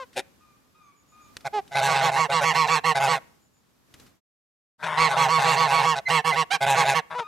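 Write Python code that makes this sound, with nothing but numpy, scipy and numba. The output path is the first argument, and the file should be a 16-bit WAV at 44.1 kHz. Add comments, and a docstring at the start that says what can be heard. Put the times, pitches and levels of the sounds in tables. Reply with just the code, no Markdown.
"""Geese cackling at the edge of a wood

Domestic geese honk in two bouts: the nearest on the right about seven times a second, a lower voice in the
middle, a softer one on the left, and one hoarse bark. Each honk is a train of pulses and puffs that rings
throat resonances. Voices that break into yelps, squeaks or a shriek, and far birds, are sums of overtones.
Crackles and the rush of air are coloured noise; trees echo. Between the bouts the sound fades to silence."""
import sys
import numpy as np
from scipy import signal
from scipy.fft import rfft, irfft
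from scipy.io import wavfile
from numba import njit

SR = 44100
rng = np.random.default_rng(int(sys.argv[2]) if len(sys.argv) > 2 else 0)


def master_out(mix):
    """Clip the mix to full scale and print it as 16-bit PCM to the path in sys.argv[1]."""
    frames = np.transpose(np.atleast_2d(mix))
    ceiling = np.clip(frames, -1, 1)
    pcm = np.round(ceiling * 32767).astype(np.int16)
    wavfile.write(sys.argv[1], SR, pcm)


N = 320607   # length in samples
CUTOFF_HZ = 16200   # nothing is kept above this


def from_db(db):
    """Turn decibels into a gain."""
    return 10 ** (np.asarray(db) / 20)


def rms_one(x):
    """Scale to unit power."""
    return x / np.sqrt(np.mean(x ** 2) + 1e-20)


def in_time(rows):
    """Join (seconds, value) rows by straight lines."""
    return np.interp(np.arange(N) / SR, *np.transpose(rows))


def noise(spectrum, size):
    """Noise of unit power whose colour follows (Hz, dB) rows."""
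    hz, db = np.transpose(spectrum)
    bins = np.maximum(np.fft.rfftfreq(size, 1 / SR), 1)
    colour_db = np.interp(np.log(bins), np.log(hz), db)
    white = rng.standard_normal(size)
    return rms_one(irfft(rfft(white) * from_db(colour_db), size))


def wander(size, rate):
    """Random values around 0, drawn `rate` times a second and joined by straight lines."""
    at = np.arange(size) * rate / SR
    return np.interp(at, np.arange(400), rng.standard_normal(400))


def add(out, start, sound, pan_db):
    """Mix a sound into the stereo track at its time and side; positive pan_db is left."""
    at = round(start * SR) + np.arange(len(sound))
    inside = (at >= 0) & (at < N)
    sides = from_db([[pan_db / 2], [-pan_db / 2]])
    out[:, at[inside]] += sides / sides.mean() * sound[inside]


@njit
def resonate(x, hz, width, sr):
    """A resonance of peak gain about 1 whose centre can move from sample to sample."""
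    r = np.exp(-np.pi * width / sr)
    y = np.zeros(len(x))
    for i in range(2, len(x)):
        push = (1 - r * r) / 2 * (x[i] - x[i - 2])
        y[i] = push + 2 * r * np.cos(2 * np.pi * hz[i] / sr) * y[i - 1] - r * r * y[i - 2]
    return y


def arch(u, crest_hz, final_hz, scoop, crest_at=.25):
    """Pitch scoops up over the first part of a call (u runs 0 to 1), then sags ever faster."""
    crest_at = np.clip(crest_at, .1, .7)
    up = np.clip(1 - u / crest_at, 0, 1)
    down = np.clip((u - crest_at) / (1 - crest_at), 0, 1)
    return crest_hz * (1 - scoop * up ** 2) - (crest_hz - final_hz) * down ** (3 / 2)


def swell(t, length, rise, fall):
    """Rounded attack and release, with times in seconds."""
    attack = np.sin(np.pi / 2 * np.clip(t / rise, 0, 1)) ** 2
    release = np.sin(np.pi / 2 * np.clip((length - t) / fall, 0, 1)) ** 2
    return attack * release


def near_goose():
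    """The nearest goose, on the right, has the highest pulse rate of the honking voices."""
    # Each row: start in seconds, length in seconds, level in dB before attack and release.
    honks = [(1.858, 0.13, -25.5), (2.002, 0.12, -25), (2.151, 0.13, -22), (2.312, .111, -22),
             (2.424, 0.12, -21), (2.54, .14, -20), (2.676, .13, -20.5), (2.834, .11, -20),
             (3.067, 0.11, -23), (4.966, 0.1425, -19), (5.16, 0.13, -21), (5.276, 0.15, -20),
             (5.43, 0.14, -21), (5.553, .14, -20.5), (5.7, .143, -20.5), (5.824, 0.14, -21),
             (6.091, .129, -20), (6.238, 0.1, -21.5), (6.35, 0.099, -21.5), (6.522, 0.064, -30.5),
             (6.747, 0.11, -22), (6.937, 0.078, -21.5)]
    # Pitch at the crest and its sag, the honk length with the usual beak opening, attack and release.
    shape = dict(crest_hz=162.35, sag_hz_per_s=115, usual_s=0.18, attack_s=0.015, release_s=0.026)
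    # Throat resonances. Each row: centre in Hz, width in Hz, drive in dB, share of beak movement from 0 to 1.
    throat = [(165, 33, -9, 0), (506, 18.2, 3.5, 0.3), (944.5, 137, 0, 0.43), (1136.6, 61, 0, 0.33),
              (1885, 110, -3.5, 0.21), (2280, 110, -5.5, 0.4), (2740, 137, -4.5, 0), (3395, 42.6, -9, 0.2),
              (4346, 160, -9.5, 0.29), (5700, 1340, -20, 1), (6570, 160, -21, 0.4), (7820, 170, -19.5, 0),
              (11210, 2200, -36, 0.05)]
    return goose(honks, shape, throat, beak_hz=1172, pan_db=-9.0, jitter=.007, edge_jitter=.05,
                 rasp=1.0, closing=.3, dull_db=-15, shimmer_db=0.55, rasp_cycles=1.0, rasp_hz=4770,
                 rebound=0.67, shut_db=-1.0)


def middle_goose():
    """A lower voice near the middle has stronger, shorter puffs and a less mobile beak than the nearest."""
    # Each row: start in seconds, length in seconds, level in dB before attack and release.
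    honks = [(1.443, 0.049, -28.5), (1.708, 0.059, -37), (1.745, 0.078, -21.5), (1.805, 0.12, -21.5),
             (1.913, 0.13, -22.5), (2.015, 0.1, -22.5), (2.108, 0.11, -25), (2.29, .07, -25),
             (2.402, 0.063, -25), (2.529, 0.064, -29), (2.657, 0.07, -30), (2.945, .06, -22.5),
             (2.992, 0.11, -21), (3.087, 0.11, -27.5), (5.081, 0.078, -26.5), (5.157, 0.15, -24.5),
             (5.375, 0.12, -25), (5.478, 0.12, -26), (5.588, .09, -27), (5.666, 0.11, -23.5),
             (5.77, 0.11, -25), (5.947, 0.064, -28), (6.075, 0.052, -27.5), (6.32, 0.052, -28),
             (6.603, 0.065, -21.5), (6.656, 0.12, -19.5), (6.753, 0.12, -22.5), (6.844, 0.11, -20.5)]
    # Pitch at the crest and its sag, the honk length with the usual beak opening, attack and release.
    shape = dict(crest_hz=138.04, sag_hz_per_s=50, usual_s=0.094, attack_s=0.012, release_s=.02)
    # Throat resonances. 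Each row: centre in Hz, width in Hz, drive in dB, share of beak movement from 0 to 1.
    throat = [(163, 35, -4, 0), (427.3, 13, -6.5, 0.32), (576, 120, -6.5, 0.21), (733, 67, -6.5, 0.58),
              (832.4, 104, 1.5, 0.97), (963, 94, -17.5, 1), (1540, 100, -5, 0.55), (2091, 120, -5, 0.15),
              (2579, 100, -11, 0.4), (3745, 470, -14.5, .2), (5720, 3140, -26, 0.98), (7200, 900, -42, 1),
              (10970, 2900, -39.5, 0.23)]
    return goose(honks, shape, throat, beak_hz=834.0, pan_db=-2, jitter=.008, edge_jitter=.025,
                 rasp=2.4, closing=0.18, dull_db=-15.5, shimmer_db=0.94, rasp_cycles=0.55, rasp_hz=3260,
                 rebound=0.6, shut_db=-1.0)


def left_goose():
    """Softer nasal calls from the left, with strong puffs and a pitch that is rough throughout."""
    # Each row: start in seconds, length in seconds, level in dB before attack and release.
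    honks = [(4.785, 0.051, -44), (4.82, 0.064, -28), (4.862, 0.14, -28), (4.965, 0.11, -27),
             (5.103, 0.074, -26.5), (5.377, 0.11, -27.5), (7.098, 0.068, -34), (7.177, 0.0357, -26.5)]
    # Pitch at the crest and its sag, the honk length with the usual beak opening, attack and release.
    shape = dict(crest_hz=155.9, sag_hz_per_s=48.5, usual_s=0.095, attack_s=0.017, release_s=0.014)
    # Throat resonances. Each row: centre in Hz, width in Hz, drive in dB, share of beak movement from 0 to 1.
    throat = [(173, 56, -7.5, 0), (631, 18, 5, 0), (956, 300, 1, 1), (1488, 110, 2, 0.95),
              (1587, 180, -2, 0.59), (2310, 530, -15, 0), (3580, 420, -17, 0), (7760, 370, -43.5, 0),
              (10100, 990, -37.5, 0)]
    return goose(honks, shape, throat, beak_hz=1063, pan_db=5.0, jitter=0.0523, edge_jitter=0.021,
                 rasp=3.4, closing=0.11, dull_db=0, shimmer_db=1.0, rasp_cycles=1.0, rasp_hz=2960,
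                 rebound=0.63)


def hoarse_bark():
    """One hoarse bark: rough pulses of very uneven strength, with weak rebounds."""
    # Each row: start in seconds, length in seconds, level in dB before attack and release.
    barks = [(.151, .07, -27.5)]
    # Pitch at the crest and its sag, the bark length with the usual beak opening, attack and release.
    shape = dict(crest_hz=131.3, sag_hz_per_s=100, usual_s=.07, attack_s=0.03, release_s=0.033)
    # Throat resonances. Each row: centre in Hz, width in Hz, drive in dB, share of beak movement from 0 to 1.
    throat = [(381, 18, 1, 0.041), (543, 28, 5.5, 0), (757, 100, -1, .3), (1470, 450, -10, 0.03),
              (1990, 64, -5, 0.05), (2470, 180, -7.5, 0.066), (3750, 330, -11, 0), (6650, 980, -21, 0),
              (9650, 3800, -29, 0)]
    return goose(barks, shape, throat, beak_hz=775, pan_db=2, jitter=.04, edge_jitter=0.056,
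                 rasp=2.2, closing=0.19, dull_db=-17, shimmer_db=2.5, rasp_cycles=1.0, rasp_hz=1478,
                 rebound=0.36)


def goose(honks, shape, throat, beak_hz, pan_db, jitter, edge_jitter, rasp, closing, dull_db, shimmer_db,
          rasp_cycles, rasp_hz, rebound, shut_db=0):
    """Pulses ring in the windpipe; the opening beak lifts and brightens its resonances over each honk."""
    beak_widening = 0.092   # a longer honk opens the beak wider: resonances rise with this power of length
    out = np.zeros((2, N))
    for start, length, level_db in honks:
        t = np.arange(int(length * SR)) / SR
        u = t / t[-1]
        # how far the beak is shut: 1 at either end, near 0 in the middle
        shut = np.clip(1 - u / 0.46, 0, 1) ** 2 + np.clip((u - .45) / 0.42, 0, 1) ** 2
        shift = (length / shape["usual_s"]) ** beak_widening * (1 - closing * shut)
        final_hz = shape["crest_hz"] - shape["sag_hz_per_s"] * length
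        pitch = arch(u, shape["crest_hz"], final_hz, .08)
        rough = jitter + edge_jitter * shut   # rougher at either end than at the crest
        slaps, puffs = syrinx(pitch, rough, shimmer_db, rasp, rasp_cycles, beak_hz * shift, rebound)
        voice = windpipe(slaps, puffs, throat, shift, dull_db * shut, rasp_hz)
        voice = rms_one(voice * from_db(shut_db * shut))
        voice = voice * swell(t, length, shape["attack_s"], shape["release_s"])
        add(out, start, from_db(level_db) * voice, pan_db)
    return out


def syrinx(pitch, rough, shimmer_db, rasp, rasp_cycles, flutter_hz, rebound, count=4):
    """Each cycle the membranes slap shut and rebound, ever weaker, and let out a puff of turbulent air."""
    size = len(pitch)
    phase = np.cumsum(pitch * (1 + rough * wander(size, 170))) / SR + .7   # in cycles
    slaps = np.zeros(size)
    for k in range(count):
        # the time each rebound takes wavers
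        bounce = phase - k * pitch / flutter_hz * (1 + 0.055 * wander(size, 120))
        at = np.flatnonzero(np.diff(np.floor(bounce)) > 0)
        # share each slap between two samples, as it falls between them
        late = (np.ceil(bounce[at]) - bounce[at]) / (bounce[at + 1] - bounce[at])
        slaps[at] += (1 - late) * rebound ** k
        slaps[at + 1] += late * rebound ** k
    puffs = rng.standard_normal(size) * np.exp(-(phase % 1) / rasp_cycles)
    strength = from_db(shimmer_db * wander(size, 150))
    return rms_one(slaps) * strength, rasp * rms_one(puffs) * strength ** 2


def windpipe(slaps, puffs, throat, shift, shade_db, rasp_hz):
    """Slaps and puffs ring every throat resonance; the bending neck makes the upper ones waver."""
    size, voice = len(slaps), 0
    for hz, width, db, share in throat:
        # turbulence and the beak's shading act mostly on the upper resonances
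        treble = hz / (hz + rasp_hz)
        drive = (slaps + treble * puffs) * from_db(db + shade_db * treble)
        lowpass = signal.butter(2, min(3.52 * hz, .4 * SR), fs=SR, output="sos")
        drive = signal.sosfilt(lowpass, drive)
        # upper resonances waver in pitch and strength, and answer up to 2 ms late
        bend = hz ** 2 / (hz ** 2 + 2500 ** 2)
        delay = int(rng.uniform(0, .002) * bend * SR)
        drive = np.roll(drive, delay) * from_db(3 * bend * wander(size, 35))
        centre = hz * shift ** share * (1 + .03 * bend * wander(size, 25))
        voice = voice + resonate(drive, centre, float(width), SR)
    return voice


def windpipe_hollow(x, hz, q):
    """A pipe closed at one end swallows the octave of its lowest resonance."""
    return signal.lfilter(*signal.iirnotch(hz, q, fs=SR), x)


def breaking_voices():
    """A goose jumps to its high register: a sagging yelp, a short squeak or an arched shriek."""
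    # Clear yelps. Each row: start in seconds, length in seconds, level in dB before attack and release,
    # crest pitch in Hz, left-right balance in dB, beak resonance in Hz.
    yelps = [(-.04, 0.094, -36, 543.6, 3.5, 1184), (1.523, 0.089, -24, 427, -3, 787),
             (2.28, 0.049, -28.5, 564.6, -1.5, 608), (2.399, .052, -27.5, 585, -3, 603),
             (7.135, 0.11, -30, 494, 3.5, 980)]
    # Whistling squeaks as a voice catches.
    # Each row: start in seconds, level in dB before attack and release, left-right balance in dB.
    squeaks = [(1.732, -26, 6), (2.936, -27, 8), (6.051, -19, -4.5), (6.305, -19, -4)]
    # A harsh, arched shriek. Each row: start in seconds, length in seconds,
    # level in dB before attack and release, crest pitch in Hz, left-right balance in dB.
    shrieks = [(6.501, 0.073, -21, 810, -10)]
    out = np.zeros((2, N))
    for start, length, level_db, hz, pan_db, beak_hz in yelps:
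        yelp = clear_tone(length, hz, sag=.13, scoop=.07, slope_db=-5.0, jitter=.016, flutter=0.078,
                          attack_s=0.028, release_s=.027, beak_hz=beak_hz, beak_db=16)
        add(out, start, from_db(level_db) * yelp, pan_db)
    for start, level_db, pan_db in squeaks:
        squeak = clear_tone(0.045, 2056, sag=0.016, scoop=0.015, slope_db=-15.5, jitter=0.0066, flutter=0.21,
                            attack_s=0.035, release_s=.026)
        add(out, start, from_db(level_db) * squeak, pan_db)
    for start, length, level_db, hz, pan_db in shrieks:
        shriek = clear_tone(length, hz, sag=.08, scoop=0.169, slope_db=-3.5, jitter=.016, flutter=0.34,
                            attack_s=0.019, release_s=.028, beak_hz=800, beak_db=-2.5, crest_at=0.49)
        add(out, start, from_db(level_db) * shriek, pan_db)
    return out


def clear_tone(length, crest_hz, sag, scoop, slope_db, jitter, flutter, attack_s, release_s,
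               beak_hz=0, beak_db=0, beak_width_hz=150, waver=0, crest_at=.33):
    """A nearly periodic tone: overtones weaken upwards, and the beak lifts or dims those near beak_hz."""
    t = np.arange(int(length * SR)) / SR
    pitch = arch(t / t[-1], crest_hz, crest_hz * (1 - sag), scoop, crest_at)   # sag: share of the pitch lost
    pitch = pitch * (1 + jitter * wander(len(t), 680) + waver * wander(len(t), 25))
    phase, voice = 2 * np.pi * np.cumsum(pitch) / SR, 0
    for k in range(1, int(CUTOFF_HZ / crest_hz) + 1):
        lift_db = beak_db / (1 + ((k * pitch - beak_hz) / beak_width_hz) ** 2)
        gain = from_db(slope_db * np.log2(k) + lift_db)   # slope_db per octave
        gain = gain / (1 + (k * crest_hz / 5500) ** 3)
        uneven = 1 + flutter * np.sqrt(k) * wander(len(t), 830)
        voice = voice + gain * np.sin(k * phase) * uneven
    return rms_one(voice) * swell(t, length, attack_s, release_s)


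def crackles():
    """Short, crackly bursts of noise that die away, most of them like grass stalks snapping."""
    # The first is a faint burst of noise just ahead of the bark; the others are stalks snapping underfoot.
    # Each row: start in seconds, level in dB at the start, time in seconds to die by 60 dB.
    bursts = [(0.13, -53.5, .2), (1.368, -29, 0.021), (1.407, -50.5, .05), (1.678, -51, .05),
              (3.94, -42, 0.043), (3.998, -49, 0.07), (4.064, -56, 0.13)]
    # Colour of a burst. Each row: frequency in Hz, relative level in dB.
    burst_colour = [(200, -4), (800, -25), (1400, -8.5), (2800, -10.5), (5000, -12), (7000, -16.5),
                    (11000, -20), (16000, -28.5)]
    out = np.zeros((2, N))
    t = np.arange(SR // 5) / SR
    for start, level_db, t60 in bursts:
        crackle_db = 1.4 * wander(len(t), 400)
        burst = noise(burst_colour, len(t)) * from_db(level_db - 60 * t / t60 + crackle_db)
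        add(out, start, burst, 0)
    return out


def at_microphones(x, alike_below_hz):
    """Long waves reach both close-set microphones equally strongly, so the bass is alike on both sides."""
    mid, side = (x[0] + x[1]) / 2, (x[0] - x[1]) / 2
    side = signal.sosfiltfilt(signal.butter(1, alike_below_hz, "high", fs=SR, output="sos"), side)
    # the top treble is also nearly even
    side = signal.sosfiltfilt(signal.butter(1, 4500, fs=SR, output="sos"), side)
    # the two microphone ports ring a little differently in the treble
    port_hz, port_width_hz, port_db = 8000.0, 2600.0, -10
    side = side + from_db(port_db) * resonate(mid, np.full(N, port_hz), port_width_hz, SR)
    return np.array([mid + side, mid - side])


def wood(x, t60, echo_db):
    """Countless trunks scatter a faint, dull echo back, with separate random tails for left and right."""
    # Colour of the echo from the trees. 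Each row: frequency in Hz, relative level in dB.
    wood_colour = [(100, -19.5), (400, 0.5), (1100, -3), (2400, 0), (5000, -15), (12000, -10)]
    t = np.arange(SR) / SR
    tail = from_db(-60 * t / t60) * (1 - np.exp(-t / 0.0039))   # quick build-up, then decay
    echoes = []
    for _ in range(2):
        scatter = rms_one(noise(wood_colour, SR) * tail) / np.sqrt(SR)
        echoes.append(signal.fftconvolve(x, scatter)[:N])
    return from_db(echo_db) * np.array(echoes)


def far_birds():
    """One bird repeats a falling cry far away; a songbird adds thin, almost level whistles."""
    # Falling cries. Each row: start in seconds, length in seconds, level in dB before attack, release and
    # echo, share of the pitch lost by the end.
    far_cries = [(0.399, 0.177, -64.5, 0.062), (0.743, .22, -61.5, .12), (1.115, .22, -60.5, .045),
                 (7.218, 0.3, -45.5, 0.042)]
    # Thin songbird notes.
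    # Each row: start in seconds, level in dB before attack, release and echo, crest pitch in Hz.
    bird_notes = [(.82, -74, 6500), (.95, -70, 6960), (1.07, -68, 6960), (1.2, -66, 6780), (3.4, -73, 7100),
                  (3.52, -74, 7000)]
    out = np.zeros((2, N))
    for start, length, level_db, sag in far_cries:
        cry = clear_tone(length, 1230, sag, scoop=.01, crest_at=.12, slope_db=-10, jitter=.012, flutter=0.28,
                         attack_s=0.012, release_s=0.077, waver=0.0077)
        add(out, start, from_db(level_db) * cry, 0)
    for start, level_db, hz in bird_notes:
        note = clear_tone(0.095, hz, sag=0.024, scoop=0.031, slope_db=-29, jitter=0.0098, flutter=0.53,
                          attack_s=.025, release_s=0.029, waver=.008)
        add(out, start, from_db(level_db) * note, 0)
    return out + wood(out[0], t60=.7, echo_db=-5.5)


def air(width):
    """The quiet rush of the open meadow: noise shared by both sides plus noise opposite on each."""
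    # Colour of the meadow air. Each row: frequency in Hz, relative level in dB per Hz.
    air_colour = [(15, -46), (25, -11), (66, 0.5), (256, 2), (344, -2.5), (641, -9), (1130, -8.5),
                  (1840, -13), (2220, -15), (6740, -17.5), (9840, -22.5), (11900, -17), (16000, -18.5)]
    # Loudness of the whole rush of air over time. Each row: time in seconds, gain in dB.
    air_level = [(0, -60.5), (1.0, -67), (1.3, -59), (3.2, -58), (3.5, -68), (3.85, -66), (4.02, -55),
                 (4.15, -66), (4.8, -57.5), (7.27, -63)]
    shared = noise(air_colour, N)
    opposite = width * noise(air_colour, N) * [[1], [-1]]
    return from_db(in_time(air_level)) * (shared + opposite)


def scene():
    """The flock, its echo from the wood, the far birds and the meadow air."""
    honks = windpipe_hollow(near_goose() + middle_goose() + left_goose(), hz=296, q=2.6)
    flock = honks + hoarse_bark() + breaking_voices() + crackles()
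    flock = at_microphones(flock, alike_below_hz=220)
    echo = wood(flock.mean(axis=0), t60=0.43, echo_db=-29.5)
    return flock + echo + far_birds() + air(width=0.86)


def record(dry):
    """Round the peaks, fade out and in again between the bouts, and remove the highest treble."""
    top = .5   # level that the rounded peaks approach
    rounded = top * np.tanh(dry / top)
    soft = signal.sosfilt(signal.butter(3, 12500, fs=SR, output="sos"), rounded)
    silent_from_s, silent_until_s, fade_s = 4.205, 4.78, 0.047
    t = np.arange(N) / SR
    fade = np.clip(np.maximum(silent_from_s - t, t - silent_until_s) / fade_s, 0, 1)
    return signal.sosfilt(signal.ellip(10, .1, 90, CUTOFF_HZ, fs=SR, output="sos"), soft * fade)


dry = scene()
out = record(dry)
master_out(out)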